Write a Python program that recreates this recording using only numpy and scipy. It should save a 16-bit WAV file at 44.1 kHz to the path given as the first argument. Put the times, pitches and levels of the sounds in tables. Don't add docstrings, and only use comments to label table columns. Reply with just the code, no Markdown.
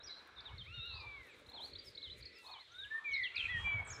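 import sys
import numpy as np
from scipy import signal
from scipy.fft import rfft, irfft
from scipy.io import wavfile
from scipy.ndimage import uniform_filter1d

SR = 44100
rng = np.random.default_rng(int(sys.argv[2]) if len(sys.argv) > 2 else 0)


def generate_wav(signal):
    frames = np.transpose(np.atleast_2d(signal))
    scaled = np.clip(frames, -1, 1) * 32767
    pcm = np.round(scaled).astype(np.int16)
    wavfile.write(sys.argv[1], SR, pcm)


N = 176400

# time_s, second_partial_hz, second_partial_level_db
FIRST_MEW = [(.655, 1970, -43.5), (.685, 2550, -57.5), (.75, 2883, -55), (.825, 2630, -56.5),
             (.866, 2858, -54.5), (.93, 2633, -56), (.99, 2572, -58.5), (1.005, 2410, -55.5),
             (1.15, 2284, -52), (1.27, 1889, -66), (1.335, 1560, -78)]
SECOND_MEW = [(2.315, 2362, -72.5), (2.391, 2756, -64.5), (2.452, 2580, -68.5), (2.53, 2470, -65),
              (2.601, 2160, -66.5), (2.66, 1760, -68)]
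THIRD_MEW = [(3.285, 2123, -71), (3.342, 2818, -59), (3.451, 2744, -53.5), (3.578, 2480, -64),
             (3.629, 2390, -72.5)]
# multiple of the fundamental, level_db
MEW_PARTIALS = [(1, -10), (2, 0), (3, -13), (4, -31)]
MEW_BRIGHT_DB_PER_OCTAVE, MEW_REFERENCE_HZ = 19.5, 1360

# start_s, length_s, early_level_db, late_level_db, five evenly spaced pitches_hz
WARBLE_NOTES = [(0.03, 0.052, -57, -57.5, 4990, 5720.0, 5750, 5300, 3950),
                (0.38, 0.032, -53, -49.5, 4240, 3570, 3500, 3640, 5450),
                (0.452, 0.046, -49.5, -54, 4045, 3716, 3590, 3270, 2700),
                (0.578, 0.051, -50.5, -50.5, 4670, 3580, 3660, 3130, 3160),
                (0.74, 0.11, -52, -49.5, 3710, 3740, 3610, 3790, 3800),
                (1.53, 0.07, -53.5, -51, 4080, 4270, 3730.0, 3320, 3020),
                (1.6, 0.065, -49, -48, 3090, 3720.0, 4040, 4230, 4680),
                (1.845, 0.049, -67, -52.5, 5380, 5430.0, 5190.0, 5000, 4470),
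                (2.025, 0.069, -47.5, -53, 4200, 3890.0, 3410, 3054, 3000),
                (2.095, 0.041, -52.5, -52, 3090, 3590, 3960, 4050, 4000),
                (2.32, 0.067, -78, -62, 5190, 5460, 5240, 5160.0, 4520),
                (2.51, 0.067, -53.5, -58.5, 4330, 4335, 3490, 3030, 2980),
                (2.575, 0.048, -61.5, -57, 2920, 3330, 3840, 4140, 4270),
                (2.782, 0.073, -48.5, -48.5, 3860, 3778, 3614, 3617, 2580),
                (3.132, 0.04, -43.5, -46, 4150, 4286, 3915, 3720, 3900),
                (3.232, 0.05, -45.4, -43, 3650, 3290, 3210, 2775, 2660),
                (3.845, 0.085, -67, -74, 8700, 7400, 5840, 4850, 4270),
                (3.9, 0.072, -51, -58, 6200, 6970, 5420, 5220, 5350)]
# start_s, length_s, early_level_db, late_level_db, five pitches_hz
RASPING_NOTES = [(0.088, 0.12, -53, -61.5, 3864, 3984, 3923, 4140, 3790),
                 (3.355, 0.065, -51, -40, 4900, 3900.0, 3424, 3110, 3000)]
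# start_s, length_s, level_db, start_hz, middle_hz, end_hz
CHIPS = [(0.0, 0.029, -59, 3780, 3880, 4230), (0.07, 0.019, -52, 4810, 4930, 5020),
         (0.36, 0.026, -57.5, 4150, 3630, 3640), (1.458, 0.017, -62.5, 3280, 4120, 4300),
         (1.485, 0.023, -58, 3600, 4136, 4150), (1.516, 0.0099, -54, 4160, 3600, 3250),
         (1.73, 0.013, -48, 4020, 4400, 4000), (1.752, 0.018, -47.5, 3160, 4020, 4320),
         (1.783, 0.021, -51, 4950, 4630, 4700), (1.948, 0.016, -53, 3670, 4450, 4330),
         (1.973, 0.018, -46.5, 3310, 4120, 3800), (2.003, 0.016, -61, 4470, 4210, 3900),
         (2.014, 0.013, -53, 2900, 3600, 4330), (2.207, 0.011, -61, 4320, 4800, 4790.0),
         (2.222, 0.016, -53, 3690, 4510, 4330), (2.253, 0.022, -50.5, 5140, 4235, 4410),
         (2.44, 0.021, -58.5, 4110, 3750, 3340), (2.457, 0.026, -55, 3450, 4300, 4280),
         (2.487, 0.021, -57.5, 3830, 3460, 4300), (2.715, 0.022, -71, 5500, 6270, 6400),
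         (3.108, 0.029, -59, 3480.0, 3020, 2780), (3.11, 0.055, -68.5, 6520, 5560, 4250),
         (3.17, 0.02, -62.5, 5180, 5080, 4220.0), (3.228, 0.032, -49, 4680, 3870.0, 2984),
         (2.74, 0.036, -57.5, 3684, 3590, 3700), (3.87, 0.034, -56.5, 8440, 7400, 7300),
         (1.3, 0.052, -80, 7720, 7600, 6300)]
# start_s, length_s, level_db, start_hz, middle_hz, end_hz
FAR_WHISTLES = [(0.065, 0.062, -66, 2406, 2170, 2010), (0.5, 0.093, -67, 2190, 2230, 2040),
                (1.275, 0.087, -64.5, 2706, 2370, 1890), (1.74, .16, -73, 2235, 2232, 2210),
                (2.244, .21, -71.5, 2022, 1975, 1963), (1.955, 0.145, -67, 2184, 2207, 2020),
                (3.53, 0.22, -59, 2915, 2890, 2970)]
SONG_TRIM_DB = -0.5
RASP_DB, GRAIN_DB = 4.2, 1.3
ROUGH_BEND = 0.0043
# time_s, lowest_hz (before BUZZ_TUNING), half_upward_flick_hz (likewise), level_db
BUZZ = [(.845, 3727, 144.6, -55), (0.941, 3860, 292, -52), (0.956, 3774, 546, -54),
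        (1.016, 3870, 577, -56.5), (1.027, 4100, 500, -74)]
BUZZ_PER_S, BUZZ_TUNING = 165, 0.98

# start_s, length_s, early_level_db, late_level_db, five pitches_hz
FLUTE_NOTES = [(2.701, 0.18, -63.5, -55, 1336, 1430, 1530, 1640, 1695),
               (2.9, 0.1016, -44, -42, 1730, 1770, 1786, 1819, 1770),
               (3.488, 0.267, -51.5, -55, 3450, 3180, 3270, 3310, 3340),
               (3.478, 0.1212, -42.5, -39.5, 1844, 2010, 1926, 1866, 1790),
               (3.639, 0.18, -38, -41, 2368, 2347, 2298, 2281, 2158)]
# start_s, length_s, early_level_db, late_level_db, five pitches_hz,
# trill_start (share of note), trill_depth (0-1)
TRILLED_NOTES = [(3.042, 0.24, -40.5, -39, 2436, 2236, 2187, 1986, 1967, .43, 0.36),
                 (3.342, .135, -41, -37.5, 2108, 2450, 2492, 2485, 2254, 0.0039, 0.8)]
# multiple of the pitch, level_db
FLUTE_PARTIALS = [(1, 0), (3, -47), (5, -45)]
TRILL_PER_S, TRILL_SWING = 65, .09
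TRILL_RASP_DB, OVERTONE_BLUR_DB = 4, 4.5
FLUTE_EDGE_HZ = 10000
NOTE_EDGE_S, WAVER_DB = 0.0053, 1.5

# middle_s, length_s, centre_hz, level_db
HOARSE_CALLS = [(0.503, 0.093, 975, -60.5), (1.039, 0.33, 976, -61.5), (1.598, 0.26, 815, -63),
                (2.53, 0.23, 977, -59.5), (3.016, 0.24, 1145, -63.5), (3.659, 0.21, 1010, -56.5),
                (3.79, 0.14, 790, -59.5)]
HOARSE_WIDTH_HZ, HOARSE_THROB_HZ = 325, 61

# middle_s, length_s, level_db before the grain
RUSTLES = [(1.26, 0.14, -80.5), (1.385, .1, -81.5), (1.49, 0.1, -81), (1.66, 0.14, -74.5),
           (1.875, .11, -73), (2.19, 0.057, -73), (2.45, 0.2, -75), (2.82, 0.2, -82), (3.92, 0.28, -83.5)]
# frequency_hz, relative_level_db
RUSTLE_SHAPE = [(6000, 4.5), (10500, 3.5), (12200, -8), (14200, 1.5), (15600, -12)]
# start_s, level_db of the white noise before differencing
TICKS = [(0.2738, -67), (0.859, -69), (1.2685, -70), (1.39, -71), (1.497, -67)]

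# time_s, rumble_level_db before the gust wander
WIND_LEVELS = [(0, -64.5), (.25, -81.5), (0.501, -56.5), (0.748, -53.5), (1.151, -58.5), (1.3, -73.5),
               (1.75, -64), (2.0, -72.5), (2.2, -57), (2.4, -81.5), (2.75, -66), (3.001, -79), (3.202, -65),
               (3.401, -70.5), (3.51, -54.5), (3.72, -42.5), (4, -55)]
# frequency_hz, relative_level_db
WIND_SHAPE = [(28, -31.5), (45, -5), (72, 1), (125, -6), (160, -19), (300, -37)]
# centre_hz, width_hz, rumble_db at which it lies 20 dB under the rumble
FLUTTER = (117, 122, -67.5)
GUST_DB = 4

# frequency_hz, relative_level_db
AIR_SHAPE = [(150, -10.5), (454, -2), (767, -9.5), (1990, -1.5), (4000, -10.5), (5800, -20), (11000, -27.5),
             (15600, -37.5)]
# time_s, low_band_level_db, middle_band_level_db
AIR_LEVELS = [(0, -69.5, -66), (0.519, -71, -63.5), (.62, -74.5, -73.5), (1.301, -66.5, -68.5),
              (2.3, -68.5, -77.5), (2.6, -78.5, -74.5), (3.3, -73, -69), (3.701, -66.5, -58)]
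TREBLE_DB = -72.5
# centre_hz, width_hz, level_db before the wander
FAR_CHORUS = [(2230, 570, -75), (3610, 770, -71.5)]
# middle_s, length_s, level_db
HISS_SWELLS = [(2.5, 5.5, -84), (3.44, 0.18, -75.5), (3.62, 0.16, -72.5)]
HISS_HZ, HISS_WIDTH_HZ = 6500, 3500

QUICK_T60_S, QUICK_DB, SLOW_T60_S, SLOW_DB = 0.41, -9, 2.2, -15
EDGE_HZ = 15750


def amp(db):
    return 10 ** (np.asarray(db) / 20)


def evened(x):
    return x / np.sqrt(np.mean(x ** 2) + 1e-20)


def read(points, hz):
    f, value = np.transpose(points)
    return np.interp(np.log(hz + 1), np.log(f + 1), value)


def add(mix, s, sound):
    part = mix[round(s * SR):][:len(sound)]
    part += sound[:len(part)]


def drift(hz, count=N):
    size = max(int(SR / hz / 2), 2)
    once = uniform_filter1d(rng.standard_normal(count), size)
    return evened(uniform_filter1d(once, size))


def shaped(db_of_hz):
    spectrum = rfft(rng.standard_normal(N))
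    gain = amp(db_of_hz(np.fft.rfftfreq(N, 1 / SR)))
    return evened(irfft(spectrum * gain, N))


def band(hz, width_hz):
    return shaped(lambda f: -10 * np.log10(1 + ((f - hz) / width_hz * 2) ** 4))


def bumps(rows):
    t = np.arange(N) / SR
    return sum(amp(db) * np.cos(np.pi * np.clip((t - s) / length, -.5, .5)) for s, length, db in rows)


def whistle(hz, db, partials, edge_s):
    t = np.arange(len(hz)) / SR
    phase = 2 * np.pi * np.cumsum(hz) / SR
    fade = np.clip(np.minimum(t, t[-1] - t) / edge_s, 0, 1)
    tone = sum(amp(d) * np.sin(k * phase) for k, d in partials)
    level = amp(db + WAVER_DB * drift(43, count=len(hz)))
    return np.sqrt(2) * fade * level * tone


def glide(length, early_db, late_db, pitches):
    u = np.linspace(0, 1, round(length * SR))
    hz = np.interp(u, np.linspace(0, 1, len(pitches)), pitches)
    hz = uniform_filter1d(hz, len(u) // 8, mode="nearest")
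    return u, hz, np.interp(u, [.25, .75], [early_db, late_db])


def mews(mix):
    for mew in (FIRST_MEW, SECOND_MEW, THIRD_MEW):
        s, hz, db = np.transpose(mew)
        t = np.arange(s[0], s[-1], 1 / SR)
        second_hz = uniform_filter1d(np.interp(t, s, hz), 600, mode="nearest")
        fundamental = second_hz / 2
        bright_db = MEW_BRIGHT_DB_PER_OCTAVE * np.log2(fundamental / MEW_REFERENCE_HZ)
        partials = [(k, d + (k != 2) * bright_db) for k, d in MEW_PARTIALS]
        add(mix, s[0], whistle(fundamental, np.interp(t, s, db), partials, 0.027))
    return mix


def song_notes(mix, rows, edge_s, rough_db):
    for s, length, early_db, late_db, *pitches in rows:
        u, hz, db = glide(length, early_db, late_db, pitches)
        rough = rough_db * drift(300, count=len(u))
        add(mix, s, whistle(hz * (1 + ROUGH_BEND * rough), db + rough, [(1, SONG_TRIM_DB)], edge_s))


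def buzzing_trill(mix):
    s, hz, swing, db = np.transpose(BUZZ)
    t = np.arange(s[0], s[-1], 1 / SR)
    rate = BUZZ_PER_S * (1 + .25 * drift(57, count=len(t)))
    beat = np.sin(2 * np.pi * np.cumsum(rate) / SR)
    pitch = np.interp(t, s, hz) + (1 + beat) * np.interp(t, s, swing)
    level_db = np.interp(t, s, db) + 2.5 * drift(150, count=len(t))
    tone = whistle(pitch, level_db, [(BUZZ_TUNING, 0.012)], NOTE_EDGE_S)
    add(mix, s[0], (1 - beat / 4) * tone)


def songbirds(mix):
    chips = [(s, length, db, db, *hz) for s, length, db, *hz in CHIPS]
    far = [(s, length, db, db, *hz) for s, length, db, *hz in FAR_WHISTLES]
    song_notes(mix, WARBLE_NOTES + chips, NOTE_EDGE_S, GRAIN_DB)
    song_notes(mix, far, .015, 0)
    song_notes(mix, RASPING_NOTES, NOTE_EDGE_S, RASP_DB)
    buzzing_trill(mix)
    return mix


def thrush(mix):
    plain = [(*row, 0, 0) for row in FLUTE_NOTES]
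    for s, length, early_db, late_db, *pitches, start, depth in plain + TRILLED_NOTES:
        u, hz, db = glide(length, early_db, late_db, pitches)
        wander = .5 * drift(60, count=len(u))
        beat = np.cos(2 * np.pi * TRILL_PER_S * (u - start) * length + wander)
        depth = np.clip(depth, 0, 1) * np.clip((u - start) * 20, 0, 1)
        partials = []
        for k, d in FLUTE_PARTIALS:
            edge_loss = .012 * np.maximum(k * hz - FLUTE_EDGE_HZ, 0)
            blur = (k > 1) * OVERTONE_BLUR_DB * drift(150, count=len(u))
            partials.append((k, d - edge_loss + blur))
        pitch = hz * (1 - TRILL_SWING * depth * beat)
        level_db = db + TRILL_RASP_DB * depth * drift(300, count=len(u))
        tone = whistle(pitch, level_db, partials, 0.018)
        add(mix, s, tone * (1 - depth * (1 + beat) / 2) ** 1.1)
    return mix


def echoes(x):
    t = np.arange(SR) / SR
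    onset = np.clip(t / 0.004 - 1, 0, 1)
    tail = np.zeros(SR)
    for t60, db in ((QUICK_T60_S, QUICK_DB), (SLOW_T60_S, SLOW_DB)):
        tail += amp(db) * evened(rng.standard_normal(SR) * amp(-60 * t / t60) * onset)
    return signal.fftconvolve(x, tail / np.sqrt(SR))[:N]


def hoarse_calls():
    throb = amp(2.75 * drift(HOARSE_THROB_HZ))
    calls = sum(band(hz, HOARSE_WIDTH_HZ) * bumps([(s, length, db)]) for s, length, hz, db in HOARSE_CALLS)
    return throb * calls


def rustle():
    grain = amp(4.5 * drift(700))
    hiss = shaped(lambda f: read(RUSTLE_SHAPE, f) - 60 * (f < 5000))
    out = hiss * grain * bumps(RUSTLES)
    t = np.arange(200) / SR
    for s, db in TICKS:
        add(out, s, amp(db) * np.diff(rng.standard_normal(201)) * np.exp(-t / 0.0034))
    return out


def wind():
    s, db = np.transpose(WIND_LEVELS)
    level = np.interp(np.arange(N) / SR, s, db) + GUST_DB * (drift(12) - .5)
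    rumble = shaped(lambda f: read(WIND_SHAPE, f) - 40 * (f > 400)) * amp(level)
    centre_hz, width_hz, reference_db = FLUTTER
    flutter_db = level + .5 * (level - reference_db) - 20
    return rumble + band(centre_hz, width_hz) * amp(flutter_db)


def air():
    t = np.arange(N) / SR
    s, low_db, middle_db = np.transpose(AIR_LEVELS)
    treble_db = TREBLE_DB + 0 * s
    out = np.zeros(N)
    for lo, hi, db in ((140, 620, low_db), (620, 1750, middle_db), (1750, SR, treble_db)):
        part = shaped(lambda f: read(AIR_SHAPE, f) - 80 * ((f < lo) | (f >= hi)))
        out += part * amp(np.interp(t, s, db) + 1.5 * drift(17))
    for hz, width_hz, db in FAR_CHORUS:
        out += band(hz, width_hz) * amp(db + 3.5 * drift(6))
    return out + band(HISS_HZ, HISS_WIDTH_HZ) * bumps(HISS_SWELLS)


def scene():
    birds = mews(np.zeros(N)) + songbirds(np.zeros(N)) + thrush(np.zeros(N))
    return (birds + echoes(birds) + hoarse_calls() + rustle() + wind() + air())[None]


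def record(dry):
    lowpass = signal.firwin(511, EDGE_HZ, window=("kaiser", 9), fs=SR)
    return signal.oaconvolve(dry, lowpass[None], "same")


dry = scene()
out = record(dry)
generate_wav(out)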